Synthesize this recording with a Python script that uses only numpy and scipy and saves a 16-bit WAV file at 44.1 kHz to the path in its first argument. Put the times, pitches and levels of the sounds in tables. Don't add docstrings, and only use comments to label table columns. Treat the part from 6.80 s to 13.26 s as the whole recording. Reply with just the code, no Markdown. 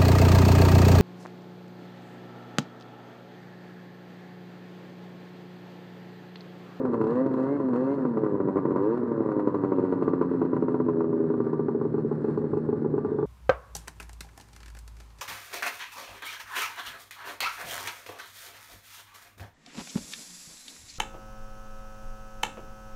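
import sys
import numpy as np
from scipy import signal
from scipy.fft import rfft, irfft, next_fast_len
from scipy.io import wavfile
from scipy.ndimage import uniform_filter1d

SR = 44100
rng = np.random.default_rng(int(sys.argv[2]) if len(sys.argv) > 2 else 0)


def waveform_to_disk(signal):
    frames = np.transpose(np.atleast_2d(signal))
    scaled = np.clip(frames, -1, 1) * 32767
    samples = np.round(scaled).astype(np.int16)
    wavfile.write(sys.argv[1], SR, samples)


N = 284886
TIME = np.arange(N) / SR

# t/s, nearness (0 far and side-on, 1 close and turned away)
STANCE = [(0, 0.2), (1.3, 0.037), (3, 0.11), (4.2, 0.18), (4.8, 0.67), (5.2, 0.77), (6.46, 0.82)]
# t/s, f/Hz
CRANK_SPEED = [(0, 135), (.16, 114), (.25, 109), (.46, 135.5), (.59, 127), (.75, 143.6), (.94, 120.8),
               (1.14, 142), (1.27, 126.7), (1.35, 115), (1.49, 103), (1.64, 97.2), (1.98, 91.6),
               (2.17, 126), (2.37, 112.3), (2.52, 105), (3, 93), (4.05, 83.4), (4.75, 78.3), (6, 76.3),
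               (6.46, 71.5)]
# opens t/s, shuts t/s, opening (0-1)
BLIPS = [(0.281, 0.424, 0.68), (0.582, 0.766, 0.4), (0.943, 1.149, 0.6), (1.995, 2.151, 0.67)]
# multiple of the crank speed, level/dB
OVERTONES = [(1, -12.5), (2, 4), (3, 2.5), (4, 1.5), (5, -3.5), (6, -13.5), (7, -16.5), (8, -8.5),
             (9, -5.5), (10, -1), (11, 0.5), (12, -3), (13, 0), (14, 1.5), (15, 3)]
# f/Hz, throttle shut level/dB, throttle open level/dB
HUM_RESPONSE = [(102, -51.5, -54.5), (155, -27.5, -35.5), (166, -35, -49.5), (217.3, -51, -50.5),
                (228, -33.5, -34), (260, -29.5, -30.5), (286, -40, -25), (400, -37, -19.5),
                (442, -30.5, -23), (480, -47, -22), (540, -40, -29.5), (603, -52, -48.5), (675, -46.5, -39),
                (730, -57, -44.5), (780, -60, -45.5), (880, -65.5, -51), (1010, -56, -38.5),
                (1050, -62.5, -41), (1170, -66.5, -50), (1420, -75.5, -60.5)]
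# t/s, overtones 2 and 4 level/dB, 1 and 3 level/dB, 5 and up level/dB
PUMPING = [(0, 2, -32, 4), (.22, -3.5, -7, -2.5), (.38, 2, -22.5, 6.5), (.64, 1, -10, 5),
           (.86, 1.5, -12.5, 1.5), (1.25, -1, -8, -1.5), (1.5, 0, 1.5, 6), (1.9, -2.5, 3.5, 5),
           (2.3, -3.5, -9.5, -3), (2.55, -23, 4.5, 6), (2.9, -1.5, 6, 9), (3.6, -3.5, -1, -12),
           (4.3, -10.5, -4, 2.5), (4.9, -13, -5, -5.5), (5.9, -11, -6, -11.5), (6.46, -6.5, 1.5, -4)]
STUMBLES = [.343, .5, .562, .665, .79, 1.055, 1.165]
# f/Hz, level/dB
HISS_SPECTRUM = [(700, 3.5), (1200, 2), (1700, -5), (2300, -25), (3000, -35), (4300, -31), (4800, -39),
                 (5300, -33.5), (5800, -51.5), (7400, -39), (9800, -46.5), (12000, -63), (14500, -81)]
# f/Hz, level/dB
RUMBLE_SPECTRUM = [(20, -42), (50, -29), (85, -19), (115, -8), (145, -4), (195, -11), (260, -5), (420, -6),
                   (540, -15), (680, -33), (2000, -70), (6000, -110)]
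# f/Hz, level/dB
DEEP_SPECTRUM = [(20, 0), (95, 0), (125, -30), (6000, -90)]
# t/s, level/dB, gain on its deep part/dB
RUMBLE_LEVEL = [(0, -31.5, -8), (.8, -35.5, -3.5), (1.7, -33.5, -0.5), (2.3, -34.5, -2), (3.5, -34.5, 0.5),
                (4.6, -33, -1), (6.46, -31.5, 0.5)]
# t/s, weak burn level/dB, crack level/dB, clatter level/dB
SHUT_TURNS = [(0, -16.5, -28.5, -67.5), (.85, -29, -28.5, -68), (1.497, -36, -31, -70),
              (2.298, -16.5, -28, -77), (2.899, -26, -28.5, -65.5), (3.6, -50, -27.5, -66.5),
              (4.199, -16.5, -42, -69.5), (4.899, -23, -44.5, -74.5), (5.5, -57, -42, -65.5),
              (6.46, -41.5, -35, -73)]
# t/s, thump level/dB, crack level/dB
POPS = [(0.0543, -12.5, -21.5), (0.1361, -8, -28), (0.145, -12, -19.5), (0.2066, -6.5, -38),
        (0.2155, -7.5, -21.5), (0.2427, -11, -24.5), (0.2702, -9, -22.5), (0.3062, -15.5, -22.5),
        (0.323, -20, -32), (0.3559, -16, -29.5), (0.4631, -5, -26.5), (0.516, -9, -26.5),
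        (0.5422, -6.5, -27), (0.577, -10.5, -32), (0.6002, -10, -27), (0.6685, -11.5, -31.5),
        (0.8039, -5.5, -23.5), (0.8872, -12.5, -32.5), (0.935, -6, -23), (0.9605, -9.5, -21.5),
        (1.1849, -7, -32), (1.2545, -4.5, -22), (1.3736, -7, -21.5), (1.383, -9.5, -37), (1.438, -4, -26),
        (1.4474, -37.5, -26), (1.4661, -7, -23.5), (1.5148, -21, -46), (1.5247, -8, -58),
        (1.5444, -6.5, -48.5), (1.5543, -6, -29), (1.6047, -3, -23.5), (1.6152, -5.5, -42.5),
        (1.6563, -7.5, -45.5), (1.6771, -4.5, -33.5), (1.6872, -5.5, -24), (1.6977, -4, -32.5),
        (1.7607, -2, -23), (1.771, -0.5, -19.5), (1.7812, -2.5, -27), (1.7907, -28, -28.5),
        (1.8554, -0.5, -18.5), (1.8881, -4.5, -33), (1.9095, -4.5, -26), (1.9198, -5, -27.5),
        (1.9631, -3, -19), (1.9738, -9.5, -30.5), (1.9833, -11, -23), (2.1765, -12.5, -27),
        (2.2173, -18, -37), (2.2342, -7, -32.5), (2.3186, -6, -28.5), (2.3807, -5, -36.5),
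        (2.4076, -3.5, -27), (2.4628, -9, -33.5), (2.491, -9, -25.5), (2.5193, -17.5, -22.5),
        (2.5677, -3.5, -52.5), (2.587, -10.5, -39), (2.5966, -13, -20), (2.6755, -2.5, -22),
        (2.6858, -6, -34), (2.7463, -4.5, -20.5), (2.7564, -5, -32), (2.8389, -2, -20), (2.8492, -2, -23.5),
        (2.9223, -1.5, -20), (2.9329, -2, -31), (2.986, -4, -27), (2.9969, 0, -41), (3.0293, -6, -30),
        (3.04, 0, -33), (3.0507, -6, -27), (3.127, -2.5, -18.5), (3.1378, -3.5, -49), (3.2257, -2, -20.5),
        (3.2811, 1, -20), (3.3367, -1, -21.5), (3.4154, 1, -18.5), (3.4266, -6, -23.5), (3.5165, -4, -33),
        (3.539, -7.5, -30), (3.5507, -6.5, -52), (3.6187, -2, -19), (3.6306, -6.5, -47.5),
        (3.6531, -3.5, -29), (3.7337, -1, -23.5), (3.7683, -4, -21.5), (3.8267, -0.5, -26),
        (3.8854, -3.5, -21.5), (3.9212, -9, -43.5), (3.9447, -2, -19.5), (4.0038, -1.5, -21.5),
        (4.0667, -7, -31.5), (4.0877, -3.5, -20), (4.0997, -9, -33.5), (4.1481, -8, -46),
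        (4.1725, -12, -35), (4.2089, -13, -20), (4.221, -17.5, -59), (4.2454, -13, -31),
        (4.3308, -8.5, -28), (4.3431, -10.5, -58), (4.4049, -8, -35.5), (4.442, -6.5, -29.5),
        (4.5043, -5, -24.5), (4.5418, -7, -25.5), (4.6049, -5.5, -22), (4.6688, -7.5, -23.5),
        (4.7327, -6.5, -22), (4.7455, -22.5, -40), (4.7965, -6.5, -23.5), (4.8865, -6, -20),
        (4.9508, -5.5, -27.5), (5.0155, -8, -25), (5.0541, -8, -28), (5.1443, -7.5, -26),
        (5.1832, -8, -28.5), (5.2491, -8.5, -44.5), (5.3159, -7, -25), (5.329, -27.5, -31),
        (5.4464, -8.5, -27), (5.4856, -7.5, -35.5), (5.4985, -22, -34.5), (5.5775, -7, -27.5),
        (5.6166, -13.5, -36.5), (5.6425, -10, -34), (5.7346, -6, -25.5), (5.7736, -7.5, -28),
        (5.8911, -7, -29), (5.9302, -5.5, -27), (6.0219, -16, -39), (6.0482, -10.5, -27), (6.0615, -6, -37),
        (6.1415, -6.5, -29.5), (6.1819, -7, -25.5), (6.2502, -7.5, -24), (6.3192, -9.5, -55),
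        (6.3471, -12.5, -61), (6.389, -9, -23), (6.4306, -6, -27.5)]
# f/Hz, t60/s, far level/dB, near level/dB
PIPE_MODES = [(266, 0.087, -6, -5), (328.2, 0.082, -4.5, -6), (364, 0.026, -23.5, -15),
              (417.6, 0.082, -5.5, 7), (511, 0.069, -9, -25.5), (564.5, 0.12, -9.5, -2.5)]
# f/Hz, t60/s, far level/dB, near level/dB
SHELL_MODES = [(775, 0.21, -15.5, -17.5), (844, 0.066, -25.5, 7.5), (939.6, 0.27, -11.5, -13.5),
               (968, 0.036, 0, -13.5), (1130, 0.029, -9, -18), (1172.5, 0.3, -15.5, -9.5),
               (1350, 0.034, -6, -10), (1458, 0.058, -14, -13), (1924, 0.056, -9.5, -26.5)]
# f/Hz, level/dB
JET_SPECTRUM = [(300, -15), (600, 5), (850, -10.5), (1000, 12), (1500, -13), (2000, -19.5), (2400, -33),
                (3000, -45.5), (4200, -56), (5600, -57), (6500, -56.5), (10500, -55.5), (12500, -63),
                (14500, -72)]
# f/Hz, t60/s, far level/dB, near level/dB
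COWL_MODES = [(2655, 0.013, 2.5, -0.5), (2950, 0.0028, 5.5, -1.5), (3470, 0.003, 1.5, -5),
              (4020, 0.009, -3, -5.5), (4300, 0.016, -9, -2.5), (5270, 0.0074, -12, -9),
              (6430, 0.0036, -8, -11), (7060, 0.0019, -9.5, 1.5), (9840, 0.0018, -7, -4)]
# t/s, level/dB
CLANKS = [(0.0523, -57), (0.133, -54), (0.2123, -52), (0.2404, -58), (0.268, -52), (0.3037, -56),
          (0.3537, -58), (0.4618, -56), (0.5354, -52), (0.575, -57.5), (0.598, -58), (0.6305, -56.5),
          (0.8021, -73), (0.933, -58), (0.9587, -56), (1.2521, -67), (1.3708, -71), (1.4366, -68),
          (1.853, -63), (2.174, -59.5), (2.5172, -65), (2.595, -59), (2.673, -54), (2.7442, -62),
          (2.836, -68), (3.1235, -78), (3.2241, -64), (3.4131, -60.5), (3.651, -63.5), (3.8835, -62),
          (3.9419, -77), (4.604, -67), (4.731, -61), (4.8847, -67), (5.0524, -81), (5.182, -67),
          (5.4449, -65), (5.4823, -64), (5.575, -57), (5.7723, -61), (5.889, -66), (5.9283, -65),
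          (6.18, -60), (6.2461, -61), (6.4273, -65)]


def from_db(db):
    return 10 ** (np.asarray(db) / 20)


def read_curves(rows, at):
    axis, *columns = np.transpose(rows)
    return [np.interp(at, axis, column) for column in columns]


def band(x, low_hz, high_hz, order):
    return signal.sosfilt(signal.butter(order, [low_hz, high_hz], "band", fs=SR, output="sos"), x)


def clicks(times, height):
    out = np.full(N, 1e-18)
    np.add.at(out, np.clip(np.round(times * SR).astype(int), 0, N - 1), height)
    return out


def ring(x, hz, t60):
    r, w = from_db(-60 / (t60 * SR)), 2 * np.pi * hz / SR
    return signal.lfilter([0, np.sin(w)], [1, -2 * r * np.cos(w), r * r], x)


def strike(push, modes, near):
    return sum(ring(push * from_db(far_db + near * (near_db - far_db)), hz, t60)
               for hz, t60, far_db, near_db in modes)


def decay(x, seconds):
    return signal.lfilter([1], [1, -np.exp(-1 / (seconds * SR))], x)


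def coloured(x, spectrum):
    size = next_fast_len(N + SR // 10)
    hz, level_db = np.transpose(spectrum)
    gain = from_db(np.interp(np.log(np.fft.rfftfreq(size, 1 / SR) + 1), np.log(hz), level_db))
    return irfft(rfft(x, size) * gain / np.sqrt(np.mean(gain ** 2)), size)[:N]


def throttle(times, open_s=.0061, shut_s=.012):
    opens, shuts, opening = np.transpose(BLIPS)[:, :, None]
    ramps = np.minimum((times - opens) / open_s + .5, (shuts - times) / shut_s + .5)
    return (opening * np.clip(ramps, 0, 1)).sum(axis=0)


def unevenness(opening):
    return 1 - .35 * np.clip(opening / .6, 0, 1)


def per_turn(angle, spread_db):
    count = int(angle[-1]) + 2
    return from_db(spread_db * np.interp(angle, np.arange(count), rng.standard_normal(count)))


def crank_angle(speed, off_beat_turns=.15):
    angle = np.cumsum(speed) / SR
    fired, whole = [0], [0]
    for at in np.interp(np.array(POPS)[:, 0], TIME, angle):
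        turns = at - fired[-1]
        if len(fired) == 1 or abs(turns - round(turns)) < off_beat_turns * (1 + turns / 10):
            fired.append(at)
            whole.append(whole[-1] + round(turns))
    slip = np.interp(angle, fired[1:], np.subtract(whole, fired)[1:])
    return angle + uniform_filter1d(slip, size=4 * SR // 90, mode="nearest")


def crank_hum(angle, speed, stumble_db=-10, stumble_s=.012):
    opening = throttle(TIME)
    uneven = unevenness(opening)
    pumping_db = read_curves(PUMPING, TIME)
    dip_db = stumble_db * np.exp(-((TIME - np.array(STUMBLES)[:, None]) / stumble_s) ** 2).sum(axis=0)
    hum = 0
    for multiple, own_db in OVERTONES:
        hz = multiple * speed
        shut_db, open_db = read_curves(HUM_RESPONSE, hz)
        pipe_db = shut_db + opening * (open_db - shut_db)
        flow_db = pumping_db[2 if multiple > 4 else multiple % 2]
        lead = .6 * np.arctan((300 - hz) / 30)
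        jitter = uneven * np.log(per_turn(angle, .9))
        gain = from_db(own_db + pipe_db + flow_db + dip_db * (multiple > 2))
        gain *= per_turn(angle, 1.7) ** uneven
        hum += gain * np.cos(2 * np.pi * multiple * angle + lead + jitter)
    return np.sqrt(2) * signal.sosfiltfilt(signal.butter(3, 120, "high", fs=SR, output="sos"), hum)


def machine_hiss(angle, speed, near, swell_at_s=5.52, swell_width_s=.1, swell_db=3.5):
    swell = from_db(swell_db * np.exp(-((TIME - swell_at_s) / swell_width_s) ** 2))
    noise = band(rng.standard_normal(N), 500, 16000, order=3) * per_turn(angle, 2.0) * swell
    lows = signal.sosfiltfilt(signal.butter(2, 1500, fs=SR, output="sos"), noise)
    noise -= (1 - from_db(-9 * near)) * lows
    return from_db(-48 + 1.5 * near) * (speed / 90) ** .38 * coloured(noise, HISS_SPECTRUM)


def track_rumble():
    level_db, deep_db = read_curves(RUMBLE_LEVEL, TIME)
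    rumble = coloured(rng.standard_normal(N), RUMBLE_SPECTRUM)
    deep = coloured(rumble, DEEP_SPECTRUM)
    deep *= np.dot(deep, rumble) / np.dot(deep, deep)
    return from_db(level_db) * (rumble + (from_db(deep_db) - 1) * deep)


def firings(angle, thump_lead_s=.004296, crack_lead_s=.00255):
    turn_s = np.interp(np.arange(0, angle[-1]), angle, TIME)
    opening = throttle(turn_s)
    open_db = np.array([[-20.5], [-20.5], [-58.5]])
    shut_db = np.array(read_curves(SHUT_TURNS, turn_s))
    scatter_db = (rng.standard_normal((len(turn_s), 3)) * [5, 1.6, 3]).T * unevenness(opening)
    burn_db, turn_crack_db, clatter_db = shut_db + opening * (open_db - shut_db) + scatter_db
    pop_s, thump_db, pop_crack_db = np.transpose(POPS)
    thump = clicks(turn_s - thump_lead_s, from_db(burn_db))
    thump += clicks(pop_s - thump_lead_s, from_db(thump_db))
    turn_crack = clicks(turn_s - crack_lead_s, from_db(turn_crack_db))
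    pop_crack = clicks(pop_s - crack_lead_s, from_db(pop_crack_db))
    return thump, turn_crack, pop_crack, clicks(turn_s, from_db(clatter_db))


def hull_echo(thump, near, delay_s=.0026):
    share = .8 * near
    return (thump + share * np.roll(thump, round(delay_s * SR))) / (1 + share / 2)


def exhaust_pipe(thump, near):
    blast = ring(thump, hz=359.5, t60=.042) * from_db(-4 - 9 * near)
    return from_db(-15) * band(blast + strike(thump, PIPE_MODES, near), 208.2, 515.6, order=4)


def hull_boom(thump, near):
    return from_db(-28 + 2.5 * near) * band(ring(thump, hz=140.8, t60=.12), 105, 190, order=2)


def silencer_shell(turn_crack, pop_crack, near, soften_s=.000092):
    softened = decay(pop_crack, soften_s) / (soften_s * SR / 2)
    ringing = strike(softened + turn_crack, SHELL_MODES, near)
    knock = .058 * ring(turn_crack, hz=760, t60=.0065)
    return from_db(-16.5) * band(ringing + knock, 620, 1660, order=4)


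def gas_rasp(turn_crack, pop_crack, near, pop_gust_s=.008, turn_gust_s=.009, rise_s=.0005):
    turn_push = .3 * turn_crack * from_db(-7 * throttle(TIME))
    gust = decay(pop_crack, pop_gust_s) + decay(turn_push, turn_gust_s)
    gust = decay(gust, rise_s) / (rise_s * SR)
    jet = coloured(gust * rng.standard_normal(N), JET_SPECTRUM) * from_db(-10 - 4.5 * near)
    return jet + .9 * (1 - near) ** 2 * band(jet, 1800, 12000, order=2)


def cowl_rattle(clatter, pop_crack, near, shake_s=.0087):
    clank_s, clank_db = np.transpose(CLANKS)
    knocks = clatter + from_db(-42.5) * pop_crack + clicks(clank_s, from_db(clank_db))
    shaking = decay(knocks, shake_s) * rng.standard_normal(N)
    return from_db(-28.5) * band(strike(shaking, COWL_MODES, near), 2100, 12000, order=3)


def pop_snap(pop_crack, near):
    return from_db(-11 - 3 * near) * band(ring(pop_crack, hz=1060, t60=.011), 930, 1900, order=3)


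def squeal(start_s=6.25, rise_s=.05, hz=3510, t60=.03, level_db=-81):
    tone = ring(ring(rng.standard_normal(N), hz, t60), hz, t60)
    return from_db(level_db) * tone / tone.std() * np.clip((TIME - start_s) / rise_s, 0, 1)


def scene():
    speed = read_curves(CRANK_SPEED, TIME)[0]
    near = read_curves(STANCE, TIME)[0]
    angle = crank_angle(speed)
    thump, turn_crack, pop_crack, clatter = firings(angle)
    thump = hull_echo(thump, near)
    thuds = exhaust_pipe(thump, near) + hull_boom(thump, near)
    cracks = silencer_shell(turn_crack, pop_crack, near) + pop_snap(pop_crack, near)
    grit = gas_rasp(turn_crack, pop_crack, near) + cowl_rattle(clatter, pop_crack, near)
    drone = crank_hum(angle, speed) + machine_hiss(angle, speed, near) + track_rumble()
    return (drone - thuds - cracks + grit + squeal())[None]


def record(dry):
    cutoff_hz, fade_s = 14200, .004
    out = signal.sosfilt(signal.cheby2(12, 40, cutoff_hz, fs=SR, output="sos"), dry)
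    return out * np.clip(TIME[::-1] / fade_s, 0, 1)


dry = scene()
out = record(dry)
waveform_to_disk(out)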